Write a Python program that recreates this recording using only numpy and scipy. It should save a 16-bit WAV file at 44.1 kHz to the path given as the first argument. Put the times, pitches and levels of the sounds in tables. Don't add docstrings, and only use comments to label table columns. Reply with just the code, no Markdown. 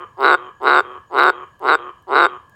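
import sys
import numpy as np
from scipy import signal
from scipy.fft import rfft, irfft, next_fast_len
from scipy.io import wavfile
from scipy.ndimage import uniform_filter1d, minimum_filter1d, map_coordinates

SR = 44100
rng = np.random.default_rng(int(sys.argv[2]) if len(sys.argv) > 2 else 0)


def boost(x):
    u = np.asarray(x, float) / 20
    return 10 ** u


def waveform_to_disk(signal):
    frames = np.transpose(np.atleast_2d(signal))
    scaled = np.clip(frames, -1, 1) * 32767
    samples = np.round(scaled).astype(np.int16)
    wavfile.write(sys.argv[1], SR, samples)


N = 112454


def unit(x):
    return x / np.sqrt(np.mean(x ** 2) + 1e-20)


def along(points, hz):
    f, v = np.transpose(points)
    return np.interp(np.log(hz + 1), np.log(f + 1), v)


def filtered(x, response):
    m = next_fast_len(N + SR // 2)
    spectrum = rfft(x, m) * response(np.fft.rfftfreq(m, 1 / SR))
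    return irfft(spectrum, m)[..., :N]


def wobble(rate):
    return map_coordinates(rng.standard_normal(300), [np.arange(N) * rate / SR])


def add(out, s, x):
    i = round(s * SR)
    part = x[max(-i, 0):max(N - i, 0)]
    out[max(i, 0):][:len(part)] += part


def night():
    # frequency in Hz, density in dB per Hz
    night_tilt = [(20, -25), (60, -6.5), (100, -3), (250, -15.5), (700, -19), (2200, -37.5), (6000, -39),
                  (16000, -49)]
    # centre in Hz, width in Hz, level in dB, swells per second
    chorus = [
        (1060, 160, -59, 9),
        (1670, 70, -62, 6),
        (3050, 200, -77, 7),
        (6780, 220, -79, 25),
    ]
    rumble = unit(filtered(rng.standard_normal(N), lambda f: boost(along(night_tilt, f))))
    out = boost(-57.5 + wobble(6.5)) * rumble
    for centre_hz, width_hz, db, rate in chorus:
        band = unit(filtered(rng.standard_normal(N), lambda f: np.exp(-((f - centre_hz) / width_hz) ** 2)))
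        out += boost(db + 3.6 * wobble(rate)) * band
    return out


def leaves():
    # start in seconds, peak level in dB
    ticks = [
        (0.633, -46.5),
        (1.5944, -50.5),
        (2.025, -60),
        (2.4964, -53),
    ]
    out, t = np.zeros(N), np.arange(400) / SR
    for s, db in ticks:
        add(out, s, boost(db + 4.5 - 60 * t / 0.0054) * rng.standard_normal(len(t)))
    return filtered(out, lambda f: 1j * f / (1500 + 1j * f))


def garden(x):
    # frequency in Hz, time to fall 60 dB in seconds
    echo_t60 = [(200, 0.22), (400, 0.23), (1100, 0.29), (3000, 0.44), (5000, 0.11), (10000, 0.091)]
    hz, t, z = signal.stft(rng.standard_normal(SR // 2), SR, nperseg=256)
    fade = boost(-60 * t / along(echo_t60, hz)[:, None])
    tail = signal.istft(z * fade, SR, nperseg=256)[1]
    late = np.pad(x, (300, 0))
    return signal.fftconvolve(late, tail / np.linalg.norm(tail))[:N]


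def pulses(beat, shape):
    lock, end, cord_hz, rate_hz, lag_ms = beat
    swell, db, held, flap_ms, flap_db = shape

    gap_s, first_gap_s, first_at_s = .0074, .0055, .052
    k = np.arange(16)
    back = .0084 + gap_s * k + .0003 * (k % 2)
    closer = first_at_s + (back - first_at_s) * first_gap_s / gap_s
    back = np.where(back > first_at_s, closer, back)
    back = back[back < swell]
    rows = [(lock - b, 1 - b / swell, db - 3.5 - 31.5 * (b / swell) ** 2.38, 1) for b in back]

    s, lag, long = lock, lag_ms / 1000, 0
    while s < end + .002:
        age = s - lock
        progress = age / (end - lock)
        rows.append((s, 1 + progress ** 1.84, db - 0.2 * long, long))
        cycle = (1 + .05 * progress ** 4) / cord_hz
        slack = .00125 * np.exp(-age / .04)
        lag += 1 / (rate_hz + 75 * age)
        long = lag >= 2.5 * cycle + slack
        gap = 3 * cycle + .3 * slack if long else 2 * cycle + slack
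        if age >= held:
            gap = lag
        lag -= gap
        s += gap
    last_flap = (rows[-1][0] + flap_ms / 1000, 2, db + flap_db, 1)
    return rows + [last_flap]


def frog(beats, shapes, sac, snap_db):
    # frequency in Hz, density of the click in dB per Hz
    snap_tilt = [(100, -18), (1000, -4.5), (5000, 1), (6200, -32), (8000, -22), (12000, -24.5),
                 (15000, -13)]
    ring, click, sac = np.zeros(N), np.zeros(N), np.array(sac)
    modes = len(sac)
    t = np.arange(SR // 20) / SR
    rise = (1 - np.exp(-t / sac[:, 7:])) ** 2
    polarity = (-1.) ** np.arange(modes)[:, None]
    decay = boost(-60 * t / sac[:, 6:7]) * rise * polarity
    click_fall_db = -60 * t[:600] / 0.013
    for beat, shape in zip(beats, shapes):
        chance = rng.standard_normal((48, 2, 16))
        noise = rng.standard_normal((48, 600))
        for (s, stage, db, long), (a, b), hiss in zip(pulses(beat, shape), chance, noise):
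            mix = np.clip(1 - abs(stage - np.arange(3)), 0, 1)
            hz = sac[:, :3] @ mix * (1 + .005 * a[:modes])
            s += .00012 * a[-2] * (1 + 2 * (stage < 1))
            high = hz > 1800
            dull_db = -1.5 * long
            mode_db = sac[:, 3:6] @ mix + 1.2 * b[:modes] * (.5 + high) + dull_db * high
            gain = boost(db + .6 * a[-1] + mode_db)
            add(ring, s - .0015, gain @ (decay * np.sin(2 * np.pi * hz[:, None] * t)))
            add(click, s - .0015, boost(db + snap_db + dull_db + 4.9 * b[-1] + click_fall_db) * hiss)
    ring = filtered(ring, lambda f: (1j * f / (247.6 + 1j * f)) ** 3)
    return ring + filtered(click, lambda f: boost(along(snap_tilt, f)))


def far_frog():
    # lock in seconds, end in seconds, cord in Hz, pulse rate in Hz, first lag in ms
    far_beats = [
        (-.06, .045, 372, 136, .3),
        (.375, .491, 380, 134, .1),
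        (.85, .976, 380, 128, .4),
        (1.33, 1.44, 378, 134, .2),
        (1.79, 1.904, 374, 132, .5),
        (2.27, 2.366, 378, 136, .3),
    ]
    # swell in seconds, level in dB, locked for seconds, last flap after ms, flap in dB
    far_shapes = [
        (.08, -23.5, .2, 6.8, -5),
        (.08, -25, .2, 7.3, -5.5),
        (.08, -25, .2, 6.8, -10),
        (.08, -24.5, .2, 4.9, -3.5),
        (.08, -24, .2, 6, -3.5),
        (.08, -24, .2, 7.7, -3),
    ]
    # a mode's Hz at start, lock and end, dB at start, lock and end, 60 dB fall and rise in seconds
    far_sac = [(388, 386, 397.6, -6.5, -4, -6.5, 0.04, 0.00073),
               (525, 520, 515, -10.5, -6.5, -15.5, 0.026, 0.00093),
               (780, 820, 714, -15, -10.5, -16.5, .012, 0.00029),
               (970, 1171, 1136, -5.5, 4, 5, 0.018, 0.00084),
               (1390, 1450, 1490, -15.5, -13.5, -13, 0.0096, 0.0004),
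               (1890, 1900, 1850, -16.5, -14.5, -17.5, 0.012, 0.00035),
               (2500, 2500, 2400, -18.5, -17.5, -19.5, 0.0094, 0.00019),
               (3370, 3210, 3050, -31.5, -17.5, -20.5, 0.023, 0.00023),
               (7900, 18000, 17000, -83.5, -51.5, -52.5, .03, .0006)]
    return frog(far_beats, far_shapes, far_sac, snap_db=-59.5)


def near_frog():
    # lock in seconds, end in seconds, cord in Hz, pulse rate in Hz, first lag in ms
    near_beats = [
        (.2461, .3484, 375.1, 144.2, .97),
        (.6720, .7961, 376.1, 140.0, 0),
        (1.1867, 1.3017, 379.5, 143.7, .05),
        (1.6876, 1.7533, 385, 152, .58),
        (2.1563, 2.2561, 365.3, 146, .93),
    ]
    # swell in seconds, level in dB, locked for seconds, last flap after ms, flap in dB
    near_shapes = [
        (0.077, 0.5, .2, 5.4, -8),
        (0.073, 0, .2, 10, -3),
        (0.086, 0, .2, 6.1, -19.5),
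        (0.087, -0.5, .024, 5, -28),
        (0.09, 0.5, .2, 10, -2.5),
    ]
    # a mode's Hz at start, lock and end, dB at start, lock and end, 60 dB fall and rise in seconds
    near_sac = [(388, 406.5, 399.4, -3.5, -7, -8.5, 0.046, 0.00092),
                (526, 517, 489, -8.5, -15, -12.5, 0.018, 0.00017),
                (720, 775, 787, -2.5, -5.5, -7.5, 0.01, 0.00018),
                (910, 1154, 1144, 5, 4, 1, 0.0098, 0.00065),
                (1223, 1452, 1443, -16, 4, 3.5, 0.013, 0.00093),
                (2020, 2070, 2103, -31, -14, -20, 0.011, 0.00016),
                (3040, 2840, 2710, -30, -21.5, -21.5, 0.0066, 0.000067),
                (3600, 3887, 3650, -50.5, -16.5, -22, 0.021, 0.00047),
                (4150, 4340, 4545, -65, -31.5, -34, 0.022, 0.00017),
                (8200, 7750, 7700, -45, -47.5, -37, 0.027, 0.0001),
                (9200, 8700, 8900, -84.5, -56.5, -50.5, .03, .0006),
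                (9400, 9500, 11000, -66, -51, -53.5, 0.015, .0002),
                (14300, 14200, 13900, -74.5, -51, -57.5, .01, .0002)]
    return frog(near_beats, near_shapes, near_sac, snap_db=-28)


def scene():
    far, near = far_frog(), near_frog()
    echoes = garden(boost(-27) * near + boost(-11) * far)
    return (night() + leaves() + echoes + far + near)[None]


def top_cut(x):
    return signal.sosfilt(signal.butter(12, 16360, fs=SR, output="sos"), x)


def record(dry):
    # frequency in Hz, gain in dB
    mic_curve = [(4600, 0), (6200, -2), (7400, 0.5)]
    x = filtered(dry, lambda f: boost(along(mic_curve, f)) * (f < 15950))
    width = int(0.0017 * SR) | 1
    need = np.minimum(1, 1 / (abs(x) + 1e-9))
    need = minimum_filter1d(need, 2 * width + 1)
    return top_cut(x * uniform_filter1d(need, width))


dry = scene()
out = record(dry)
waveform_to_disk(out)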